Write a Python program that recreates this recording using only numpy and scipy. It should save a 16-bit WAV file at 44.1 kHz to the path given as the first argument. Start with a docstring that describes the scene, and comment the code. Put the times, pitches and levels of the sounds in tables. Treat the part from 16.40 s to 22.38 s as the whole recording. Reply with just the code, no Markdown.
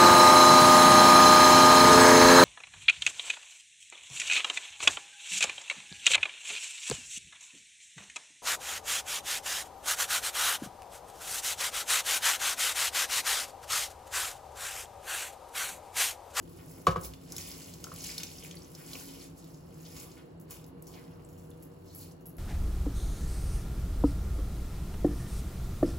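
"""A kitchen stove: soaked rice is pushed by hand out of a glass bowl into a pot of simmering broth.
Wet grains crackle and splash in surges: showers of tiny ringing pops, with larger bursts and plinks.
The bowl knocks on the rim and rings the pot's modes; thin bangles jingle on the wrist in fading bounces.
A fan drones as coloured noise with wavering tones; a close pair of microphone ports picks it all up."""
import sys
import numpy as np
from scipy import signal
from scipy.fft import rfft, irfft, next_fast_len
from scipy.io import wavfile

SR = 44100
rng = np.random.default_rng(int(sys.argv[2]) if len(sys.argv) > 2 else 0)


def generate_wav(signal):
    """Clip the signal to [-1, 1] and save it as 16-bit WAV at the path in sys.argv[1]."""
    frames = np.transpose(np.atleast_2d(signal))
    scaled = np.clip(frames, -1, 1) * 32767
    pcm = np.round(scaled).astype(np.int16)
    wavfile.write(sys.argv[1], SR, pcm)


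N = 263894
TIME = np.arange(N) / SR
FFT_SIZE = next_fast_len(N, real=True)
BINS_HZ = np.arange(FFT_SIZE // 2 + 1) * SR / FFT_SIZE


def from_db(db):
    """Decibels to amplitude gain."""
    return 10 ** (np.asarray(db) / 20)


def rms_one(x):
    """Scale to rms 1."""
    return x / np.sqrt(np.mean(x ** 2) + 1e-20)


def coloured(x, spectrum):
    """Shape a flat sound with a spectrum interpolated over log frequency; rms 1."""
    hz, db = np.transpose(spectrum)
    gain = from_db(np.interp(np.log(BINS_HZ + 1), np.log(hz), db))
    return rms_one(irfft(rfft(x, FFT_SIZE) * gain, FFT_SIZE)[..., :N])


def cut(x, hz, kind, order=2):
    """Butterworth low-pass or high-pass."""
    sos = signal.butter(order, min(hz, 0.45 * SR), kind, fs=SR, output="sos")
    return signal.sosfilt(sos, x + 1e-18)


def drift(rate_hz):
    """Random curve of rms 1 that reaches a new value rate_hz times a second."""
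    knots = rng.standard_normal(2000)
    return rms_one(np.interp(TIME * rate_hz, np.arange(len(knots)), knots))


def swell(rise_s, size):
    """Envelope that climbs to 1 at rise_s and fades."""
    age = TIME[:size] / rise_s
    return age ** 2 * np.exp(2 * (1 - age))


def burst(t60_s, size=6000):
    """Noise that dies away by 60 dB in t60_s."""
    return rng.standard_normal(size) * from_db(-60 * TIME[:size] / t60_s)


def ring(clicks, hz, t60_s):
    """Two-pole resonator: a unit click starts a decaying sine of height 1."""
    radius = from_db(-60 / (t60_s * SR))
    angle = 2 * np.pi * hz / SR
    return signal.lfilter([0, np.sin(angle)], [1, -2 * radius * np.cos(angle), radius ** 2], clicks + 1e-18)


def add(track, start_s, sound):
    """Mix a short sound into the track."""
    start = min(round(start_s * SR), N)
    track[start:start + len(sound)] += sound[:N - start]


def grains(per_s, spread_db, low_hz, high_hz, cycles, patchy_db=0, count=20):
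    """Random tiny pops ring a few cycles at one of many pitches, clustered per pitch; flat per Hz."""
    born = np.flatnonzero(rng.random(N) < per_s / SR)
    size_db = spread_db * np.minimum(rng.exponential(1, len(born)), 5)
    sizes = from_db(size_db) * rng.choice([-1, 1], len(born))
    pitch_index = rng.integers(0, count, len(born))
    out = np.zeros(N)
    for k, hz in enumerate(np.geomspace(low_hz, high_hz, count)):
        chosen = pitch_index == k
        at = born[chosen]
        cluster = rng.standard_normal(N // 600 + 1)  # one value per 600 samples
        clicks = np.zeros(N)
        clicks[at] = sizes[chosen] * from_db(patchy_db * cluster[at // 600])
        pops = np.diff(ring(clicks, hz, cycles / hz), prepend=0)
        out += np.sqrt(hz) * rms_one(pops)
    return out


SURGE_DB = 21.5  # climb over the rise, and equal fall over the fall
SPRAY_FOLLOWS, SPLASH_FOLLOWS = 0.98, 0.67  # dB of spray and of splash per dB of surge
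TRICKLE_DB, SIMMER_DB = -84.5, -79.5  # floors: stray grains, simmering broth
# Pushes of the hand. Each row: crest in seconds, crackle in dB before the mix, rise in seconds, fall in
# seconds, fine spray in dB over the crackle, splash in dB over the crackle.
PUSHES = [(0.29, -62.5, 0.63, 1, 4, -3), (0.644, -51.5, 0.054, 0.063, 9.5, -1),
          (0.998, -48, 0.19, 0.67, 0, -10), (1.657, -46, 0.23, 0.64, -2, -13),
          (2.06, -57, 0.23, 0.46, -23, -11), (2.572, -51, 0.35, 0.35, 3, -8.5),
          (2.842, -55, 0.78, 0.07, -4, -29), (3.081, -64.5, 0.2, 0.47, 0, -11.5),
          (3.6, -53, 0.33, 0.25, 1.5, -6), (4.11, -55, 0.034, 0.14, 5, 0.5),
          (4.508, -64, 0.17, 0.5, 2.5, 4), (5.0, -72, 0.374, 1, 6.5, -11.5),
          (5.618, -58.5, 0.19, 0.11, 8.5, -10)]


def surges():
    """Each push swells to a crest and drains away; powers add to give crackle, spray and splash in dB."""
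    crackle, spray, splash = from_db([TRICKLE_DB, TRICKLE_DB, SIMMER_DB]) ** 2
    for crest_s, db, rise_s, fall_s, spray_db, splash_db in PUSHES:
        distance = np.maximum((crest_s - TIME) / rise_s, (TIME - crest_s) / fall_s)
        shape_db = -SURGE_DB * distance.clip(0, 8)
        crackle = crackle + from_db(db + shape_db) ** 2
        spray = spray + from_db(db + spray_db + SPRAY_FOLLOWS * shape_db) ** 2
        splash = splash + from_db(db + splash_db + SPLASH_FOLLOWS * shape_db) ** 2
    return 10 * np.log10([crackle, spray, splash])


# Crackle spectrum. Each row: frequency in Hz, relative level in dB per Hz.
CRACKLE_SPECTRUM = [(900, -22), (1800, -21), (2400, -7), (2850, -14), (3250, -11), (4200, -1.5),
                    (5200, 1.5), (6300, -2), (7800, -0.5), (11000, 1.5), (16000, 1.5)]


def rice(crackle_db, spray_db):
    """Wet grains part and land: stronger flow, denser crackle and denser squelch of tiny air pockets."""
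    flow = 0.25 + 0.75 * from_db(0.5 * (crackle_db - crackle_db.max()))
    ticks = grains(12000 * flow, spread_db=3.2, low_hz=1390, high_hz=14800, cycles=6.0, patchy_db=2.5)
    pockets = grains(2000 * flow, spread_db=3.3, low_hz=2050, high_hz=8000, cycles=14.0, patchy_db=4.0)
    crackle = coloured(ticks, CRACKLE_SPECTRUM)
    squelch = from_db(-3) * rms_one(pockets)
    coarse = (cut(crackle, 10330, "low", order=4) + squelch) * from_db(crackle_db)
    fine = cut(crackle, 7770, "high", order=4) * from_db(spray_db)
    even = np.sqrt(flow.mean() / flow)  # density alone does not raise the level
    flicker = from_db(0.9 * drift(23) + 0.8 * drift(270))
    return (coarse + fine) * even * flicker


# Fingers sweep rice off the glass and clumps slap down. Each row: start in seconds, rms before the
# envelope and mix in dB, length in seconds, lowest Hz, highest Hz.
CLUMPS = [(0.171, -63, 0.088, 1100, 3900), (1.06, -49, 0.043, 9000, 16000), (1.794, -46, 0.042, 885, 7000),
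          (2.03, -50, 0.055, 8900, 16000), (2.35, -61.5, 0.19, 900, 2800), (2.494, -53, 0.071, 2360, 6200),
          (2.59, -61, 0.025, 2400, 8500), (2.678, -54, 0.063, 2530, 6500), (2.805, -67, 0.039, 2520, 7600),
          (2.956, -57.5, 0.11, 4180, 15000), (3.054, -65, 0.05, 2500, 6500),
          (3.443, -54, 0.062, 3300, 6400), (3.56, -48, 0.031, 2050, 8660), (3.711, -56, 0.022, 4550, 8000),
          (3.753, -61, 0.1, 990, 3240), (4.107, -52, 0.019, 800, 9100), (4.503, -65, 0.041, 3000, 8000),
          (4.533, -56.5, 0.038, 2480, 5860), (4.549, -61.5, 0.065, 1320, 3200),
          (5.444, -64.5, 0.17, 4000, 7000), (5.598, -70, 0.062, 1980, 8150),
          (5.708, -57, 0.026, 5000, 12000)]


def clumps():
    """A clump is a short band-limited shower of coarse grains that swells quickly and fades."""
    shower = rms_one(grains(6000, spread_db=3.0, low_hz=695, high_hz=12000, cycles=4.0, patchy_db=3.0))
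    out = np.zeros(N)
    for start_s, db, length_s, low_hz, high_hz in CLUMPS:
        shape = swell(length_s / 4, round(2 * length_s * SR))
        piece = np.roll(shower, -round(start_s * SR))[:len(shape)]
        piece = cut(piece, low_hz, "high", order=3)
        piece = cut(piece, high_hz, "low", order=3)
        add(out, start_s, from_db(db) * shape * rms_one(piece))
    return out


# Splash spectrum. Each row: frequency in Hz, relative level in dB per Hz.
SPLASH_SPECTRUM = [(300, 17.5), (600, -7), (1150, -7.5), (1700, -15.5), (2400, -18), (4000, -15)]


def broth(splash_db):
    """Sinking rice drags in small ringing bubbles, over a quiet simmer."""
    per_s = 450 * from_db(4.0 * drift(15))
    bubbles = grains(per_s, spread_db=3.0, low_hz=500, high_hz=3000, cycles=14.0, patchy_db=2.5)
    return coloured(bubbles, SPLASH_SPECTRUM) * from_db(splash_db)


SNAP_T60_S, SNAP_SHORTENS = 0.022, 0.15  # decay at 5 kHz; power of pitch that shortens it
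SNAP_TOP_OVER_CENTRE = 2.5  # low-pass at this multiple of the centre
# Largest air pockets. Each row: start in seconds, peak (99.9th percentile) in dB, centre Hz, lowest Hz.
SNAPS = [(0.6112, -39, 11100, 6000), (0.647, -39, 8000, 2200), (0.7362, -41.5, 4200, 2200),
         (0.9216, -31, 11300, 5000), (0.9648, -29.5, 12100, 4000), (0.9817, -27.5, 8000, 2200),
         (1.3378, -38, 8000, 4000), (1.441, -29.5, 8000, 3400), (1.4771, -46, 12000, 8000),
         (1.539, -38, 12000, 8000), (1.5609, -38, 7000, 3200), (1.5859, -36.5, 11500, 8000),
         (1.641, -31, 7000, 2800), (1.7804, -25, 5500, 3600), (1.8334, -26.5, 7340, 2800),
         (2.1107, -37, 3600, 2900), (2.1541, -42, 10500, 7500), (2.189, -49, 12000, 8000),
         (2.3177, -48, 11500, 8000), (2.3499, -40, 6500, 4000), (2.5328, -33, 5040, 3200),
         (3.0431, -49, 7500, 3000), (3.1448, -50, 7500, 4000), (3.3434, -51, 8000, 5000),
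         (4.2415, -48, 7000, 4000), (4.4235, -40, 12400, 9000), (5.104, -49, 12000, 8000)]


def snaps():
    """The largest air pockets burst: a sharp tick and a short noise spray round one pitch."""
    out = np.zeros(N)
    for start_s, db, hz, low_hz in SNAPS:
        t60_s = SNAP_T60_S * (5000 / hz) ** SNAP_SHORTENS
        spray = burst(t60_s) + 1.1 * burst(t60_s=0.004)
        spray = cut(spray, low_hz, "high", order=4)
        spray = cut(spray, SNAP_TOP_OVER_CENTRE * hz, "low", order=3)
        snap = rms_one(spray) + 0.6 * rms_one(ring(spray, hz, 7 / hz))
        add(out, start_s, from_db(db) * snap / np.percentile(np.abs(snap), 99.9))
    return out


SPIT_OVER_FLOW_DB, SPIT_SPREAD_DB = 8, 3  # small plinks: peak over the crackle level, plus or minus
PLINK_RISE_S, PLINK_CYCLES = 0.0025, 11  # opening time; cycles per 60 dB in each of two resonators
# Larger single bubbles. Each row: start in seconds, peak in dB, pitch in Hz.
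PLINKS = [(1.7, -35, 5100), (1.8673, -37, 5270), (1.982, -39.5, 5460), (2.0329, -47, 3000),
          (2.1676, -42, 4470), (2.2185, -44.5, 5700), (2.2434, -44.5, 6460), (2.551, -38, 2630),
          (2.6834, -62, 2760), (2.8087, -44.5, 4500), (3.4058, -49.5, 6960), (4.8466, -45.5, 7960),
          (5.112, -55.5, 3670), (5.684, -56.5, 4370)]


def plinks(crackle_db, count=24):
    """Bubbles part in the wet rice and ring at one pitch; small ones fall at random, mostly in strong flow."""
    passed = np.cumsum(from_db(crackle_db) ** 2)
    starts = np.searchsorted(passed, rng.random(count) * passed[-1])
    spit_db = crackle_db[starts] + SPIT_OVER_FLOW_DB + SPIT_SPREAD_DB * rng.uniform(-1, 1, count)
    spits = list(zip(starts / SR, spit_db, rng.uniform(3300, 8000, count)))
    out = np.zeros(N)
    for start_s, db, hz in spits + list(PLINKS):
        plink = swell(PLINK_RISE_S, size=2000) * rng.standard_normal(2000)
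        for _ in range(2):
            plink = ring(plink, hz, PLINK_CYCLES / hz)
        add(out, start_s, from_db(db) * plink / np.abs(plink).max())
    return out


SWIPE_WIDTH_HZ, SWIPE_JERK_DB = 260, 4  # low-pass of the resonance noise; stick-slip level spread
# Wet finger drags on the glass. Each row: start in seconds, rms before the envelope and mix in dB,
# length in seconds, first Hz, last Hz.
SWIPES = [(4.535, -66, 0.07, 3000, 1100), (5.48, -66, 0.075, 4000, 5000), (5.59, -62, 0.05, 4100, 5600)]


def swipes():
    """The finger's jerky rubbing sounds in a narrow resonance that glides as the gap under it changes."""
    out = np.zeros(N)
    for start_s, db, length_s, first_hz, last_hz in SWIPES:
        size = round(2 * length_s * SR)
        phase = 2 * np.pi * np.cumsum(np.geomspace(first_hz, last_hz, size)) / SR
        a, b = cut(rng.standard_normal((2, SR)), SWIPE_WIDTH_HZ, "low")[:, :size]
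        jerk = from_db(SWIPE_JERK_DB * drift(110)[:size])
        rub = (a * np.cos(phase) + b * np.sin(phase)) * jerk
        add(out, start_s, from_db(db) * swell(length_s / 2, size) * rms_one(rub))
    return out


CONTACT_RISE_S = 0.002
# Bowl meets rim. Each row: start in seconds, contact peak in dB, contact pitch in Hz, crack drive in dB
# over the peak before its filters, stove-top thud drive in dB over the peak.
KNOCKS = [(0.4685, -9.5, 1130, -16, 1.5), (0.509, -40, 1250, 5, -12), (0.5595, -21.5, 1100, -22, 6),
          (1.444, -44, 1380, -26, 1), (1.468, -40.5, 1330, -14, 2), (1.486, -48, 1340, -16, -10),
          (1.517, -36.5, 1250, -13, 6.5)]
# Bowl, pot and stove top together. Each row: mode in Hz, level in dB per unit blow, t60 in seconds.
POT_MODES = [(60, -27, 0.45), (98, -21, 0.16), (128, -24, 0.2), (166, -14, 0.15), (330, -21, 0.09),
             (372, -19, 0.15), (466, -19, 0.12), (507, -19, 0.13), (528, -21, 0.22), (610, -22, 0.07),
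             (693, -26, 0.22), (724, -28.5, 0.22), (846, -31, 0.16), (1045, -14, 0.085), (1141, -18, 0.165),
             (1273, -21, 0.2), (1418, -28, 0.12), (1484, -30, 0.2), (1570, -22, 0.05), (1635, -26, 0.13),
             (1768, -32, 0.13), (1900, -27, 0.045), (2180, -29, 0.05), (2285, -33, 0.13), (2345, -31, 0.08),
             (2835, -31, 0.09), (2905, -33, 0.13), (3920, -30, 0.03), (4900, -32, 0.03)]


def knocks():
    """Glass on the rim: contact tone, short crack, ringing modes, faint chatter of the pot on the stove top."""
    blows, contacts, cracks, chatter, thuds = np.zeros((5, N))
    contact = swell(CONTACT_RISE_S, size=1000)
    for start_s, db, hz, crack_db, thud_db in KNOCKS:
        add(contacts, start_s, from_db(db) * contact * np.sin(2 * np.pi * hz * TIME[:len(contact)]))
        add(blows, start_s, from_db([db]))
        add(cracks, start_s, from_db(db + crack_db) * burst(t60_s=0.1))
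        add(chatter, start_s, from_db(db) * burst(t60_s=0.13))
        add(thuds, start_s + 0.01175, from_db([db + thud_db]))  # heavy stove top answers after the rim
    body = np.zeros(N)
    for k, (hz, db, t60_s) in enumerate(POT_MODES):
        drive = thuds if hz < 250 else blows
        body += (-1) ** k * from_db(db) * ring(drive, hz, t60_s)
    crack = cut(cut(cracks, 1150, "high"), 4140, "low", order=1)
    rattle = from_db(-6) * cut(cut(chatter, 230, "high"), 620, "low", order=1)
    return contacts + body + crack + rattle


BUMP_CYCLES = 2.8  # cycles until loudest
# Pot rocks back onto the stove top. Each row: start in seconds, peak in dB, pitch in Hz.
BUMPS = [(0.556, -34.5, 500), (0.617, -43, 60.5)]


def bumps():
    """The pot settles: each soft landing hums briefly at one pitch."""
    out = np.zeros(N)
    for start_s, db, hz in BUMPS:
        push = swell(BUMP_CYCLES / hz, size=8000)
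        add(out, start_s, from_db(db) * push * np.sin(2 * np.pi * hz * TIME[:len(push)]))
    return out


BOUNCE_S, BOUNCE_LOSS_DB = 0.008, 2.6  # mean gap; loss per bounce
BANGLE_DETUNE, BANGLE_DAMPING = 0.007, 0.7  # pitch difference; share of free t60 left in contact
LOW_RINGS_BELOW_HZ = 9500
# Touches, ringing less against the skin. Each row: start in seconds, contact noise gain in dB,
# high rings in dB, low rings in dB, both before the mode level and a common -7.5 dB.
JINGLES = [(3.999, -51, -67, -75), (4.108, -37, -62, -52.5), (4.2644, -54, -64, -78),
           (4.469, -48, -67, -53.5), (4.889, -57, -66, -66), (4.929, -59, -74, -70),
           (4.978, -57.5, -77, -66.5), (5.225, -50.5, -56, -70.5), (5.549, -47.5, -48, -71),
           (5.591, -50, -59, -58), (5.808, -59, -88, -74), (5.857, -58, -49, -74),
           (5.862, -53.5, -49.5, -71), (5.896, -56, -61, -74), (5.968, -57, -56.5, -76)]
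# Bangle rings. Each row: frequency in Hz, relative level in dB, free t60 in seconds.
BANGLE_MODES = [(5712, -8, 0.16), (6072, -6, 0.17), (6570, -8, 0.17), (6875, -7, 0.16), (7127, -2, 0.22),
                (8576, 0, 0.07), (10520, -5, 0.12), (10960, -9, 0.14), (11370, -2, 0.09), (11490, 2, 0.16),
                (12060, -9, 0.12), (14770, -10, 0.1), (15030, -7, 0.12), (15590, -7, 0.13)]


def bangles(count=7):
    """Each touch is a run of uneven, fading bounces that tick and strike every ring; two unlike bangles beat."""
    touches_s, contact_db, high_db, low_db = np.transpose(JINGLES)
    gaps_s = BOUNCE_S * rng.uniform(0.3, 1.7, (len(touches_s), count))
    times_s = touches_s[:, None] + np.cumsum(gaps_s, axis=1) - gaps_s[:, :1]
    at = np.minimum((times_s * SR).astype(int), N - 1)
    fading = from_db(-BOUNCE_LOSS_DB * np.arange(count))
    out = np.zeros(N)
    for hz, db, t60_s in BANGLE_MODES:
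        ring_db = low_db if hz < LOW_RINGS_BELOW_HZ else high_db
        for detune in (1 - BANGLE_DETUNE / 2, 1 + BANGLE_DETUNE / 2):
            luck_db = rng.normal(0, 3.5, at.shape)
            clicks = np.zeros(N)
            clicks[at] = fading * from_db(ring_db[:, None] + db + luck_db - 7.5)
            out += ring(clicks, hz * detune, BANGLE_DAMPING * t60_s)
    contact_gains = fading * from_db(contact_db[:, None])
    for start_s, gain in zip(times_s.ravel(), contact_gains.ravel()):
        tick = 1.05 * burst(t60_s=0.036) + 1.6 * burst(t60_s=0.006)
        add(out, start_s, gain * cut(tick, 8800, "high"))
    return out


def narrow_noise(hz, width_hz):
    """Resonance-shaped spectrum of a wavering tone, with the power of white noise."""
    return rms_one(1 / (1 + (2 * (BINS_HZ - hz) / width_hz) ** 2))


# Rush of the fan. Each row: frequency in Hz, relative level in dB per Hz.
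FAN_SPECTRUM = [(15, -42), (25, -36), (43, -10), (76, -9), (128, -13), (164, -1.5), (202, -19.5),
                (264, -8.5), (434, -20), (471, -9.5), (501, -17), (932, -24.5), (1010, -25.5),
                (2310, -42.5), (3500, -47), (4550, -43), (7700, -120)]
# Motor and duct tones. Each row: frequency in Hz, width in Hz, level in dB before a common +4 dB.
FAN_TONES = [(61.8, 4.8, -70), (90.1, 3.7, -63), (116.4, 1.7, -66.5), (163.3, 28.4, -56), (267.1, 4.1, -66),
             (348, 92, -61), (2800, 200, -84.5)]
# Passing swells of the hum. Each row: crest in seconds, length in seconds, frequency in Hz,
# peak in dB before the same +4 dB.
HUM_SWELLS = [(2.75, 0.65, 274.5, -56.5), (4.98, 1.94, 478.4, -62.5)]


def fan():
    """A steady rush, independent noise on each side, with wavering motor and duct tones in it."""
    rush = from_db(-50.5) * coloured(rng.standard_normal((2, N)), FAN_SPECTRUM)
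    lines = sum(from_db(db) * narrow_noise(hz, width_hz) for hz, width_hz, db in FAN_TONES)
    tones = irfft(lines * rfft(rng.standard_normal((2, FFT_SIZE))), FFT_SIZE)[:, :N]
    for crest_s, length_s, hz, db in HUM_SWELLS:
        shape = np.exp(-(2 * (TIME - crest_s) / length_s) ** 2)
        tones = tones + from_db(db) * shape * np.sin(2 * np.pi * hz * TIME + drift(12))
    return rush + from_db(4.0) * tones


def kitchen(x, t60_s, treble_t60_s, size=22000):
    """Dense reflections as decaying noise, different on each side; the treble dies sooner."""
    onset = 1 - np.exp(-TIME[:size] / 0.0006)
    sides = []
    for _ in range(2):
        low = cut(burst(t60_s, size), 3270, "low", order=1)
        treble = cut(burst(treble_t60_s, size), 1900, "high", order=1)
        response = rms_one(onset * (low + treble)) / np.sqrt(size)
        sides.append(signal.fftconvolve(x, response)[:N])
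    return np.array(sides)


def turned(pair, lead_rad, spread):
    """Scale the side signal and let the left lead in phase, per frequency."""
    left, right = rfft(pair, FFT_SIZE)
    mid, side = (left + right) / 2, spread * (left - right) / 2
    return irfft(np.array([(mid + side) * np.exp(1j * lead_rad), mid - side]), FFT_SIZE)[:, :N]


def placed(pair, image):
    """Give a sound its width and direction at the ports."""
    hz, lead_rad, spread = np.transpose(image)
    return turned(pair, np.interp(BINS_HZ, hz, lead_rad), np.interp(BINS_HZ, hz, spread))


# Pot and bowl at the ports. Each row: frequency in Hz, left lead in radians, gain of the stereo spread.
POT_IMAGE = [(151, 0, 0.463), (300, -0.1, 0.99), (500, 0.5, 1.6), (1100, 0.7, 1.23), (2400, 0.6, 0.62),
             (5000, 1, 0.83), (7000, -0.34, 1.09)]
# Fan, off to the right. Each row: frequency in Hz, left lead in radians, gain of the stereo spread.
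FAN_IMAGE = [(160, -0.1, 0.15), (250, -0.5, 0.34), (350, -1.3, 0.45), (500, -1.2, 0.7), (780, -1.9, 0.7),
             (1100, -1.3, 0.8), (2000, 0, 1)]


def scene():
    """Everything at the pot is close and partly reflected; the fan fills the room."""
    crackle_db, spray_db, splash_db = surges()
    wet_sounds = rice(crackle_db, spray_db) + clumps() + swipes() + broth(splash_db)
    blows = knocks() + bumps()
    ticks = snaps() + plinks(crackle_db) + bangles()
    sent = from_db(-1.5) * wet_sounds + from_db(-11.5) * blows + from_db(-5) * ticks
    direct = from_db(-1.06) * wet_sounds + blows + ticks
    pot = direct + kitchen(sent, t60_s=0.33, treble_t60_s=0.1)
    return placed(pot, POT_IMAGE) + placed(fan(), FAN_IMAGE)


FLIP_FROM_HZ, FLIP_EVERY_HZ = 7000, 2075  # treble swaps between in phase and opposed
LOCKED_SPREAD = 0.08  # share of spread left where exactly in phase or opposed
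CUTOFF_HZ = 15900


def record(dry):
    """In the treble the port pair turns the phase between sides in half turns; rumble and top are cut."""
    turn_rad = np.pi * np.maximum(BINS_HZ - FLIP_FROM_HZ, 0) / FLIP_EVERY_HZ
    lead_rad = np.sin(2 * turn_rad) / 2 - turn_rad  # lingers at each half turn
    spread = np.where(turn_rad > 0, LOCKED_SPREAD + (1 - LOCKED_SPREAD) * np.sin(turn_rad) ** 2, 1)
    pair = cut(turned(dry, lead_rad, spread), 36, "high", order=3)
    return signal.sosfilt(signal.ellip(12, 0.1, 80, CUTOFF_HZ, fs=SR, output="sos"), pair)


dry = scene()
out = record(dry)
generate_wav(out)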